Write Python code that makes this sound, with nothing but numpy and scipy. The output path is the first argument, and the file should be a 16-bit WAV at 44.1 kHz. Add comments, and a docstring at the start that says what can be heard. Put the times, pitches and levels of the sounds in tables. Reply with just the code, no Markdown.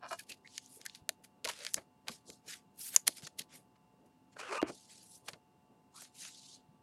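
"""A stiff trading card, turned in gloved hands, slips in and out of a thin sleeve and meets a plastic
holder. Its edges snap, scuff and squeak, its faces hiss as they slide, and the sleeve crinkles.
The holder judders on the desk, is dragged to the edge and knocks once as it is lifted.
A small, dry room with a faintly humming fan; one close microphone."""
import sys
import numpy as np
from scipy import signal
from scipy.fft import rfft, irfft
from scipy.io import wavfile
from scipy.ndimage import uniform_filter1d

SR = 44100
rng = np.random.default_rng(int(sys.argv[2]) if len(sys.argv) > 2 else 0)


def wav_record(signal):
    """Record a signal, one row per channel, as 16-bit PCM in the file named by sys.argv[1]."""
    frames = np.transpose(np.atleast_2d(signal))
    bounded = np.clip(frames, -1, 1)
    # unit amplitude maps onto the largest positive 16-bit level
    quanta = np.round(bounded * 32767).astype(np.int16)
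    wavfile.write(sys.argv[1], SR, quanta)


N = 300890
TIME = np.arange(N) / SR
HZ = np.fft.rfftfreq(4096, 1 / SR)


def gain_of(db):
    """Decibels to amplitude."""
    return 10 ** (np.asarray(db) / 20)


def unit_rms(x):
    """Scales to rms 1."""
    return x / np.sqrt(np.mean(x ** 2) + 1e-20)


def curve_at(points, hz):
    """Joins (frequency, value) points on a log-frequency axis."""
    f, value = np.transpose(points)
    return np.interp(np.log(hz + 1), np.log(f + 1), value)


def add(mix, s, sound):
    """Mixes a sound in at time s."""
    part = mix[max(round(s * SR), 0):][:len(sound)]
    part += sound[:len(part)]


def filtered(x, gain):
    """EQ: applies a gain, given as a function of frequency."""
    return irfft(rfft(x) * gain(np.fft.rfftfreq(len(x), 1 / SR)), len(x))


def noise(gain):
    """Noise of rms 1, coloured by an EQ curve."""
    return unit_rms(filtered(rng.standard_normal(N), gain))


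def causal(gain):
    """Minimum-phase spectrum for a gain on the HZ grid: it rings only after the blow."""
    log_gain = np.log(np.maximum(gain, gain.max() * 1e-5))
    mirrored = np.concatenate([log_gain, log_gain[-2:0:-1]])
    return np.exp(np.conj(signal.hilbert(mirrored)))[:len(gain)]


def resonances(modes, hz):
    """Gain of a bank of overlapping resonances."""
    return np.sqrt(sum(gain_of(db) ** 2 / (1 + (2 * (hz - f) / width) ** 2) for f, width, db in modes))


def wander(per_s):
    """Smooth random modulation of rms 1 that changes about per_s times a second."""
    return noise(lambda f: np.exp(-(f / per_s) ** 2))


def friction(catches_per_s, catch_share, chatter_db):
    """Countless tiny slips, a few larger catches, and a chattering contact pressure."""
    catches = rng.standard_normal(N) * (rng.random(N) < catches_per_s / SR)
    slips = np.sqrt(1 - catch_share) * rng.standard_normal(N)
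    grit = slips + np.sqrt(catch_share) * unit_rms(catches)
    return unit_rms(grit * gain_of(chatter_db * wander(per_s=93)))


def swell(t, rise, fall):
    """Envelope that grows up to t = 0, then dies away."""
    return np.exp(-np.maximum(-t / rise, t / fall))


def strokes(rows):
    """Envelope of a series of short strokes."""
    return np.sqrt(sum((gain_of(db) * swell(TIME - s, rise, fall)) ** 2 for s, rise, fall, db in rows))


def held(t, start, end, ramp_db, attack_s, release_s):
    """Envelope of one steady move: it sets in, gains or loses force evenly, and stops."""
    inside = np.clip(t, start, end)
    progress = (inside - start) / (end - start)
    return swell(t - inside, attack_s, release_s) * gain_of(ramp_db * (progress - .5))


# colour of the fan's air: (frequency [Hz], level [dB])
AIR_EQ = [(15, -67), (25, -34), (110, -5), (227, -4.5), (253, -4.5), (523, -17), (598, -20), (741, -14.5),
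          (826, -19.5), (895, -16.5), (1240, -23), (2850, -29.5), (3720, -31), (8350, -34.5), (15500, -40)]
# hum of fan and casing: (frequency [Hz], width [Hz], level [dB])
FAN_HUM = [(187, 24, -80), (257.5, 7.1, -79.5), (526, 9.3, -94), (895, 8.7, -91), (1017, 5, -87.5),
           (1150, 5, -88.5), (2800, 260, -92.5)]
# the motor's whine: (frequency [Hz], level [dB])
MOTOR_WHINE = [(726.7, -81), (872, -78), (2762, -89)]

def fan(air_db=-71.5, flutter_db=0.38, flutter_below_hz=900):
    """The bed: soft air with a fluttering low end, wavering casing tones and a thin steady whine."""
    air = gain_of(air_db) * noise(lambda f: gain_of(curve_at(AIR_EQ, f)))
    low = filtered(air, lambda f: 1 / (1 + (f / flutter_below_hz) ** 4))
    out = air - low + low * gain_of(flutter_db * wander(per_s=9))
    for hz, width, db in FAN_HUM:
        out += gain_of(db) * noise(lambda f: 1 / (1 + ((f - hz) / width * 2) ** 2))
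    for hz, db in MOTOR_WHINE:
        out += gain_of(db) * unit_rms(np.sin(2 * np.pi * hz * TIME + .5 * wander(per_s=3)))
    return out


# ring of the holder lying flat: (frequency [Hz], width [Hz], level [dB])
HOLDER_MODES = [(684, 63, -2), (1000, 77, -6), (1310, 170, -9), (1620, 37, -4.5), (2430, 61, -14.5),
                (2870, 32, -16), (4320, 130, -21), (5400, 480, -25), (10700, 1500, -29)]
# nudges to the holder: (time [s], rise [s], fall [s], level [dB])
NUDGE_CUES = [(.034, 0.0094, 0.02, -46), (.058, 0.011, 0.012, -43.5), (.117, 0.0068, 0.0091, -34.5),
              (.132, 0.0084, 0.0077, -36)]

def holder_nudges(bright_db=-38, dull_hz=5500):
    """The flat holder judders on the desk and rings; gentle nudges are duller."""
    judder = friction(catches_per_s=650, catch_share=0.75, chatter_db=-0.5)
    force = strokes(NUDGE_CUES)
    gain = resonances(HOLDER_MODES, HZ)
    gain = gain / np.hypot(1, (520 / (HZ + 1)) ** 4) / np.hypot(1, (HZ / 11500) ** 6)  # low and high cut
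    ring = irfft(causal(gain))
    bright = signal.fftconvolve(judder * force, ring / np.linalg.norm(ring))[:N]
    dull = filtered(bright, lambda f: 1 / (1 + (f / dull_hz) ** 10))
    openness = np.minimum(force / gain_of(bright_db), 1) ** 2
    return dull + (bright - dull) * openness


def bass_cut(x, corner_hz=52):
    """Light objects push little deep bass."""
    return filtered(x, lambda f: f ** 2 / (f ** 2 + corner_hz ** 2))


# colour of the handling rumble: (frequency [Hz], level [dB])
RUMBLE_EQ = [(30, -19.5), (90, -5.5), (200, -6.5), (400, -5), (650, -9), (1100, -22), (3000, -56)]
# soft pushes on desk and holder: (time [s], level [dB])
PUSH_CUES = [(.05, -63), (.135, -60.5), (0.309, -63), (.8, -64), (1.005, -71), (1.465, -56.5), (1.776, -49),
             (2.099, -54.5), (2.298, -55.5), (2.481, -62.5), (3.082, -53.5), (3.26, -63), (3.403, -57.5),
             (3.54, -63.5), (4.64, -45), (4.698, -45), (5.3, -61), (5.345, -66)]

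def hand_pushes(rise_s=.011, fall_s=.018, fidget_db=-79, lumpy_db=5.0):
    """The dull rumble of hands that push and never keep quite still."""
    rumble = noise(lambda f: gain_of(curve_at(RUMBLE_EQ, f)))
    pushes = strokes([(s, rise_s, fall_s, db) for s, db in PUSH_CUES])
    fidget = gain_of(fidget_db + lumpy_db * np.minimum(wander(per_s=14), 2))
    return bass_cut(rumble * (pushes + fidget))


# bending resonances of card and sleeve: (frequency [Hz], width [Hz], level [dB])
CARD_MODES = [(580, 200, 0.5), (2200, 2500, -4), (3560, 1100, -7.5), (4660, 1200, 0.5), (6530, 870, 1.5),
              (10370, 2000, 6)]

def card_gain(hz, depth, low_hz, top_hz=13300):
    """A small card radiates little bass; a firm grip flattens its resonances (depth under 1)."""
    roll_off = (1 + (low_hz / (hz + 1)) ** 10) * (1 + (hz / top_hz) ** 22)
    return resonances(CARD_MODES, hz) ** depth / np.sqrt(roll_off)


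# the card's EQ bands, named body, mid, anchor, ring and top: (frequency [Hz])
CARD_BANDS = [700, 2000, 4200, 7000, 11000]

def contact_eq(hz, body, mid, ring, top):
    """Where the card is touched decides which bands sound, in dB against the 4.2 kHz anchor."""
    return gain_of(curve_at(list(zip(CARD_BANDS, [body, mid, 0, ring, top])), hz))


# card, sleeve and holder slide over each other:
# (start [s], end [s], level [dB], ramp [dB], mid [dB], top [dB])
SLIDE_CUES = [(0.089, 0.134, -49.5, 5, -12, -8.5), (0.456, .575, -55.5, 20, -8.5, -13),
              (0.618, 0.671, -59, 2, -8.5, -6.5), (0.695, 0.763, -64.5, 9.5, -5, 11.5),
              (0.814, .87, -64, -14, 3, -11), (0.88, 0.965, -58.5, -5, -7, -23),
              (1.494, 1.677, -51, 5.5, 6.5, -10.5), (1.69, 1.735, -59.5, -5.5, -21, 1.5),
              (1.752, 1.758, -45, -3.5, -41, -4), (1.806, 1.82, -70, -4.5, -13.5, -27),
              (2.113, 2.144, -48, -3.5, -4, -5.5), (2.281, 2.356, -55, -9, -24, -7),
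              (2.488, 2.537, -44, 0, 5, -5.5), (2.795, 2.884, -48.5, 6, -3, 6),
              (2.906, 2.946, -51.5, 13, 6.5, 4.5), (3.103, 3.144, -63, 1, -19, 7),
              (3.177, 3.185, -49, -3, -4, -4.5), (3.23, 3.251, -52.5, 13.5, -7.5, -11),
              (3.506, 3.543, -56.5, 8, 7.5, -16), (3.55, 3.571, -63.5, -1.5, -3, 10.5),
              (4.328, 4.33, -66.5, 7, 3.5, -13), (4.695, 4.86, -56, -5.5, -11, -8.5),
              (4.899, 5.053, -54.5, -7.5, -6, -8), (5.025, 5.166, -61, 6, -13, 5.5),
              (5.265, 5.33, -61.5, -5.5, -7.5, -1), (5.963, 6.045, -51.5, -1, -7, -5),
              (6.153, 6.219, -51, 11.5, -7, -2.5), (6.229, 6.273, -47, 1, 2, -6.5),
              (6.29, 6.553, -50, 0, -11.5, -15.5)]

def sliding_hiss(soft_hz=11200, hard_hz=14000, patchy_db=3.0, trim_db=-1.37):
    """Smooth faces hiss in shifting patches, coloured by the contact; brisker strokes reach higher."""
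    grit = friction(catches_per_s=910, catch_share=.15, chatter_db=1.56)
    hz, t, spectra = signal.stft(grit, SR, nperseg=256, noverlap=192)
    patches = uniform_filter1d(rng.standard_normal(spectra.shape), size=3, axis=0)
    patches = uniform_filter1d(patches, size=16, axis=1)
    power = np.zeros(spectra.shape)
    for start, end, db, ramp_db, mid, top in SLIDE_CUES:
        top_hz = np.interp(db + top, [-54, -42], [soft_hz, hard_hz])
        low_hz = np.interp(mid, [-16, -4], [2950, 1530])  # a thin contact also loses its low end
        tone = contact_eq(hz, body=mid, mid=mid, ring=2.5 + .3 * top, top=top)
        tone *= card_gain(hz, depth=0.43, low_hz=low_hz, top_hz=top_hz)
        envelope = gain_of(db) * held(t, start, end, ramp_db, attack_s=.012, release_s=.022)
        power += np.outer(tone, envelope) ** 2
    spectra = spectra * np.sqrt(power) * gain_of(patchy_db * unit_rms(patches))
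    return gain_of(trim_db) * signal.istft(spectra, SR, nperseg=256, noverlap=192)[1][:N]


# dull knocks of fingers and holder: (time [s], level [dB], pitch [Hz])
KNOCK_CUES = [(0.117, -51, 372), (.769, -54, 420), (1.018, -51, 87.5), (1.091, -40.5, 637),
              (1.459, -37.5, 610), (2.098, -40.5, 224), (2.292, -48.5, 450), (3.086, -43, 300),
              (3.232, -44, 143), (3.402, -49.5, 198.8), (4.627, -19, 326), (4.699, -42.5, 622),
              (5.333, -53, 143), (6.688, -52.5, 141), (6.743, -56.5, 189)]

def knocks(trim_db=-1.5):
    """Heavily damped blows of a few cycles; lower ones swell and die more slowly."""
    out, t = np.zeros(N), np.arange(4096) / SR
    for s, db, hz in KNOCK_CUES:
        decay_s = 0.002 * (320 / hz) ** 0.17
        envelope = (t / decay_s / 2) ** 2 * np.exp(2 - t / decay_s)
        add(out, s, gain_of(db + trim_db) * envelope * np.sin(2 * np.pi * hz * t))
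    return bass_cut(out)


# brief, fuzzy squeaks and groans:
# (time [s], length [s], start pitch [Hz], end pitch [Hz], width [Hz], level [dB])
SQUEAK_CUES = [(0.184, 0.03, 1700, 1610, 130, -46), (0.187, 0.02, 2430, 2420, 150, -45.5),
               (0.289, 0.047, 2696, 2660, 256, -43.5), (0.446, 0.022, 1880, 2160, 266, -48),
               (0.853, 0.017, 1915, 1800, 397, -38), (1.447, 0.013, 465, 540, 40, -36.5),
               (1.473, 0.025, 1051, 950, 130, -37), (1.568, 0.12, 532, 587, 109, -54),
               (1.765, 0.023, 2110, 1850, 600, -43.5), (2.478, .07, 1650, 1800, 248, -51),
               (4.361, 0.018, 1435, 1510, 248, -46.5), (4.487, 0.057, 363.5, 440, 34, -37.5),
               (4.522, 0.13, 933, 1019, 90.5, -42.5), (4.528, 0.068, 515, 598, 80.6, -41),
               (4.536, 0.086, 2520, 2650, 120, -46), (4.578, 0.031, 1174, 1200, 51.3, -32),
               (4.583, 0.052, 2775, 2850, 60, -43), (5.925, 0.11, 924, 1600, 330, -56)]

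def edge_squeaks(trim_db=-10):
    """An edge sticks and slips unevenly, exciting one resonance that glides as the contact moves."""
    out = np.zeros(N)
    for s, length, start_hz, end_hz, width_hz, db in SQUEAK_CUES:
        size = int(length * SR)
        glide = np.exp(2j * np.pi * np.cumsum(np.linspace(start_hz, end_hz, size)) / SR)
        real, imag = (filtered(white, lambda f: np.exp(-(f / width_hz) ** 2))[:size]
                      for white in rng.standard_normal((2, SR // 2)))
        fuzzy_tone = (glide * (real + 1j * imag)).real
        fade = np.sin(np.linspace(0, np.pi, size))
        add(out, s, gain_of(db + trim_db) * unit_rms(fuzzy_tone * fade))
    return out


def touch_eq(hz, body, top, ping_db=0, ping_hz=6500, ping_width_hz=1800):
    """A fuller contact lifts the low bands together, a sharper one the highs; a clean release pings."""
    ping = gain_of(ping_db * np.exp(-((hz - ping_hz) / ping_width_hz) ** 2))
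    return ping * contact_eq(hz, body, mid=6 + .3 * body, ring=.4 * top, top=top)


# scuffs of card on plastic: (time [s], fall [s], level [dB], body [dB], top [dB])
SCUFF_CUES = [(0.196, .014, -37, -31, -5), (.294, 0.023, -41, -27, -8), (0.321, 0.01, -38.5, -34, -26),
              (0.855, 0.0036, -36.5, -7, 1), (0.954, 0.016, -44, -18, -10), (1.243, .012, -50, -7, -2),
              (1.457, 0.0094, -32, -1, -19), (1.476, 0.0068, -37, 9, -20), (1.493, 0.017, -31.5, 3, -9),
              (1.608, 0.0074, -31.5, -12, -22), (1.779, 0.013, -41, 15.5, -22),
              (2.086, 0.013, -39.5, 11.5, -11), (2.944, 0.0046, -39.5, 6, -14), (2.971, 0.0068, -43, 10, 0),
              (3.075, 0.0072, -21, -10, -5), (3.084, 0.0081, -43, 21, -26), (3.098, 0.034, -39.5, -47, -25),
              (3.173, 0.007, -47, -17, 3), (3.235, 0.014, -45.5, -2.5, -7),
              (3.272, 0.0047, -33.5, -3, -13.5), (3.392, 0.013, -35, -32, -6),
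              (3.411, .008, -33, -23.5, -22), (3.759, 0.0078, -59.5, 10.5, -22.5),
              (4.067, .012, -65.5, -10, -0.5), (4.368, 0.0095, -55.5, 26.5, -13.5),
              (5.285, 0.0087, -34, 4.5, -13), (5.337, 0.0072, -45.5, 8, -28), (6.021, .006, -47.5, 7.5, 3),
              (6.052, 0.015, -45.5, -10, -20)]

def card_scuffs(trim_db=-3.5):
    """Short, gritty bursts of friction ring the card."""
    out = np.zeros(N)
    grit = friction(catches_per_s=900, catch_share=0.043, chatter_db=4.0)
    for s, fall, db, body, top in SCUFF_CUES:
        near = abs(TIME - s) < .12
        ring = irfft(causal(card_gain(HZ, depth=0.81, low_hz=458.6) * touch_eq(HZ, body, top)))
        burst = grit[near] * swell(TIME[near] - s, rise=.45 * fall, fall=fall)
        add(out, TIME[near][0], gain_of(db + trim_db) * signal.fftconvolve(burst, ring))
    return out


# one edge slips off another and snaps: (time [s], level [dB], body [dB], top [dB], ping [dB])
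SNAP_CUES = [(.4739, -15, -24, -38, -2), (.5788, -2, -22.5, -17, 4.5), (.6605, -41.5, -20, 10, 20),
             (.8136, -18, -19, -13, 4), (.862, -7.5, -26, -6, 3.5), (.896, -8.5, -53, -33, -12),
             (.9485, -10, -53, -35, 3), (1.091, 4, -8, -7, 0), (1.444, -2.5, -29, -18, -1),
             (1.4488, 0, -24, -11.5, -0.5), (1.474, -6, -3, -16, 5), (1.4875, -5, -12, -11, 6),
             (1.5348, -19, -15, -24, 5), (1.6488, -6.5, -12, -12.5, 4), (1.6652, 0.5, -16, -22, 0.5),
             (1.7363, -18, -34, 4, 0), (1.7423, -1, -12.5, 1, 10.5), (2.071, -18, -4, -36, -26),
             (2.0826, 2, -19.5, -18.5, -2.5), (2.3006, -15, -14, -10, 3), (2.9502, -16.5, -25, 6.5, -3.5),
             (2.9617, 3.5, -2.5, 4.5, 18), (3.0688, -5.5, -27, -8.5, 5), (3.0768, 6, -14, -5.5, -7),
             (3.0778, 11, -18, -2.5, 0), (3.2679, -23.5, 8.5, -16, 20), (3.3936, 2, -56, -15, -20),
             (4.5255, -15, 20, -22.5, -8), (4.616, -12.5, 17, -15, 2), (4.6263, -8, 21, -22, -2),
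             (5.3327, -13.5, -8, -27.5, 1), (6.2505, -11, -9, -20, -15)]

def card_snaps(spread_s=.0012, rattle=0.58, rattle_s=.0013, bounce=0.18, bounce_s=.0028, trim_db=-6.5):
    """Each release sends a bending wave through the card, rattles its edge and bounces off the desk."""
    out, t = np.zeros(N), np.arange(4096) / SR
    lag_s = spread_s * np.sqrt(4000 / (HZ + 400))  # treble travels faster than bass
    bending = np.exp(-2j * np.pi * np.cumsum(lag_s) * HZ[1])
    desk_echo = 1 + bounce * np.exp(-2j * np.pi * HZ * bounce_s)
    for s, db, body, top, ping_db in SNAP_CUES:
        blow = rng.standard_normal(len(t)) * np.exp(-t / rattle_s) * (1 - np.exp(-2 * t / rattle_s))
        blow *= rattle / np.linalg.norm(blow)
        blow[0] = 1  # a clean click leads the rattle
        ring = causal(card_gain(HZ, depth=0.85, low_hz=450) * touch_eq(HZ, body, top, ping_db))
        add(out, s, gain_of(db + trim_db) * irfft(rfft(blow) * ring * bending * desk_echo))
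    return out


# the sleeve crinkles under the thumb: (start [s], end [s], tick rate [1/s], level [dB])
CRINKLE_CUES = [(1.452, 1.516, 200, -54), (1.507, 1.707, 110, -62.5), (3.166, 3.279, 120, -63.5)]

def sleeve_crinkles(high_cut_hz=6000):
    """Tiny buckles of the thin sleeve, each a separate tick."""
    out = np.zeros(N)
    ring = irfft(causal(card_gain(HZ, depth=0.85, low_hz=1200) / np.hypot(1, (HZ / high_cut_hz) ** 2)))
    ring /= np.linalg.norm(ring)
    for start, end, per_s, db in CRINKLE_CUES:
        size = int((end - start) * SR)
        ticks = (rng.standard_normal(SR) * (rng.random(SR) < per_s / SR))[:size]
        add(out, start, gain_of(db) * signal.fftconvolve(unit_rms(ticks), ring))
    return out


# the hollow beneath the holder: (frequency [Hz], width [Hz], level [dB])
HOLLOW_MODES = [(415, 44, 2), (640, 230, -5.5), (970, 72, 0.5), (1260, 210, 2), (1860, 320, -7),
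                (2400, 170, -0.5), (2820, 440, -12)]
# the holder's overhang retunes that hollow: (time [s], pitch [ratio])
HOLLOW_BEND = [(4.33, 0.82), (4.47, 1.26), (4.52, 0.86), (4.56, 1.08), (4.60, 0.97), (4.72, 1.01)]
# jerks toward the desk's edge: (start [s], end [s], level [dB], ramp [dB], hiss against scrape [dB])
DRAG_CUES = [(4.38, 4.402, -50.5, 15.5, -6.5), (4.415, 4.513, -46, 7, -13.5), (4.528, 4.58, -39.5, -7, -12),
             (4.641, 4.672, -52.5, -6, -49), (4.674, 4.7, -51, 5.5, -6)]

def holder_drag():
    """A rough scrape through a hollow whose resonances bend up and down, with a thin hiss on top."""
    grit = friction(catches_per_s=490, catch_share=0.21, chatter_db=2.44)
    hz, t, spectra = signal.stft(grit, SR, nperseg=1024, noverlap=768)
    hz = hz[:, None]
    bend = np.interp(t, *np.transpose(HOLLOW_BEND))
    gain = resonances(HOLLOW_MODES, hz / bend)
    gain = gain / np.hypot(1, (300 / (hz + 1)) ** 3) / np.hypot(1, (hz / 3300) ** 6)  # low and high cut
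    gain /= np.sqrt(np.mean(gain ** 2, 0))  # even power through the bend
    scrape = signal.istft(spectra * gain, SR, nperseg=1024, noverlap=768)[1][:N]
    # (frequency [Hz], level [dB])
    hiss_eq = [(2000, -41), (4200, 2), (6500, 1.5), (10500, -7), (13000, -24), (16000, -34)]
    hiss = unit_rms(filtered(grit, lambda f: gain_of(curve_at(hiss_eq, f))))
    out = np.zeros(N)
    for start, end, db, ramp_db, hiss_db in DRAG_CUES:
        envelope = gain_of(db) * held(TIME, start, end, ramp_db, attack_s=.0054, release_s=.0065)
        out += envelope * (scrape + gain_of(hiss_db) * hiss)
    return out


# the room's decay by 60 dB: (frequency [Hz], decay time [s])
ROOM_DECAY = [(150, 0.19), (700, 0.053), (3000, .12), (14000, 0.12)]

def room(x, reflections_per_s=3000, predelay_s=.004):
    """Sparse reflections of a small furnished room; the bass hangs on longest."""
    size = SR // 3
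    taps = rng.standard_normal(size) * (rng.random(size) < reflections_per_s / SR)
    taps *= np.arange(size) / SR > predelay_s
    hz, t, spectra = signal.stft(taps, SR, nperseg=256)
    decay = gain_of(-60 * t / curve_at(ROOM_DECAY, hz)[:, None])
    tail = signal.istft(spectra * decay, SR, nperseg=256)[1]
    return signal.fftconvolve(x, tail / np.linalg.norm(tail))[:N]


def scene():
    """The mix: the card is close and nearly dry; the desk's sounds excite the room more."""
    card = card_snaps() + card_scuffs() + sliding_hiss() + sleeve_crinkles()
    desk = holder_nudges() + holder_drag() + edge_squeaks() + knocks() + hand_pushes()
    room_send = gain_of(-26.5) * card + gain_of(-13.5) * desk
    return (card + desk + room(room_send) + fan())[None]


# a gentle treble ripple over the whole mix: (frequency [Hz], level [dB])
TREBLE_EQ = [(1500, 0.5), (2000, -1), (2500, -1), (3200, 0), (5200, 0.5), (6400, -1), (7400, 0.5),
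             (8400, 1.5), (9600, 0)]

def record(dry, high_cut_hz=16400):
    """A slight treble colouring, then a steep high cut."""
    treble_ripple = irfft(causal(gain_of(curve_at(TREBLE_EQ, HZ))))
    coloured = signal.oaconvolve(dry, treble_ripple[None])[:, :N]
    high_cut = signal.firwin(301, high_cut_hz, window=("kaiser", 9), fs=SR)
    return signal.oaconvolve(coloured, high_cut[None], "same")


dry = scene()
out = record(dry)
wav_record(out)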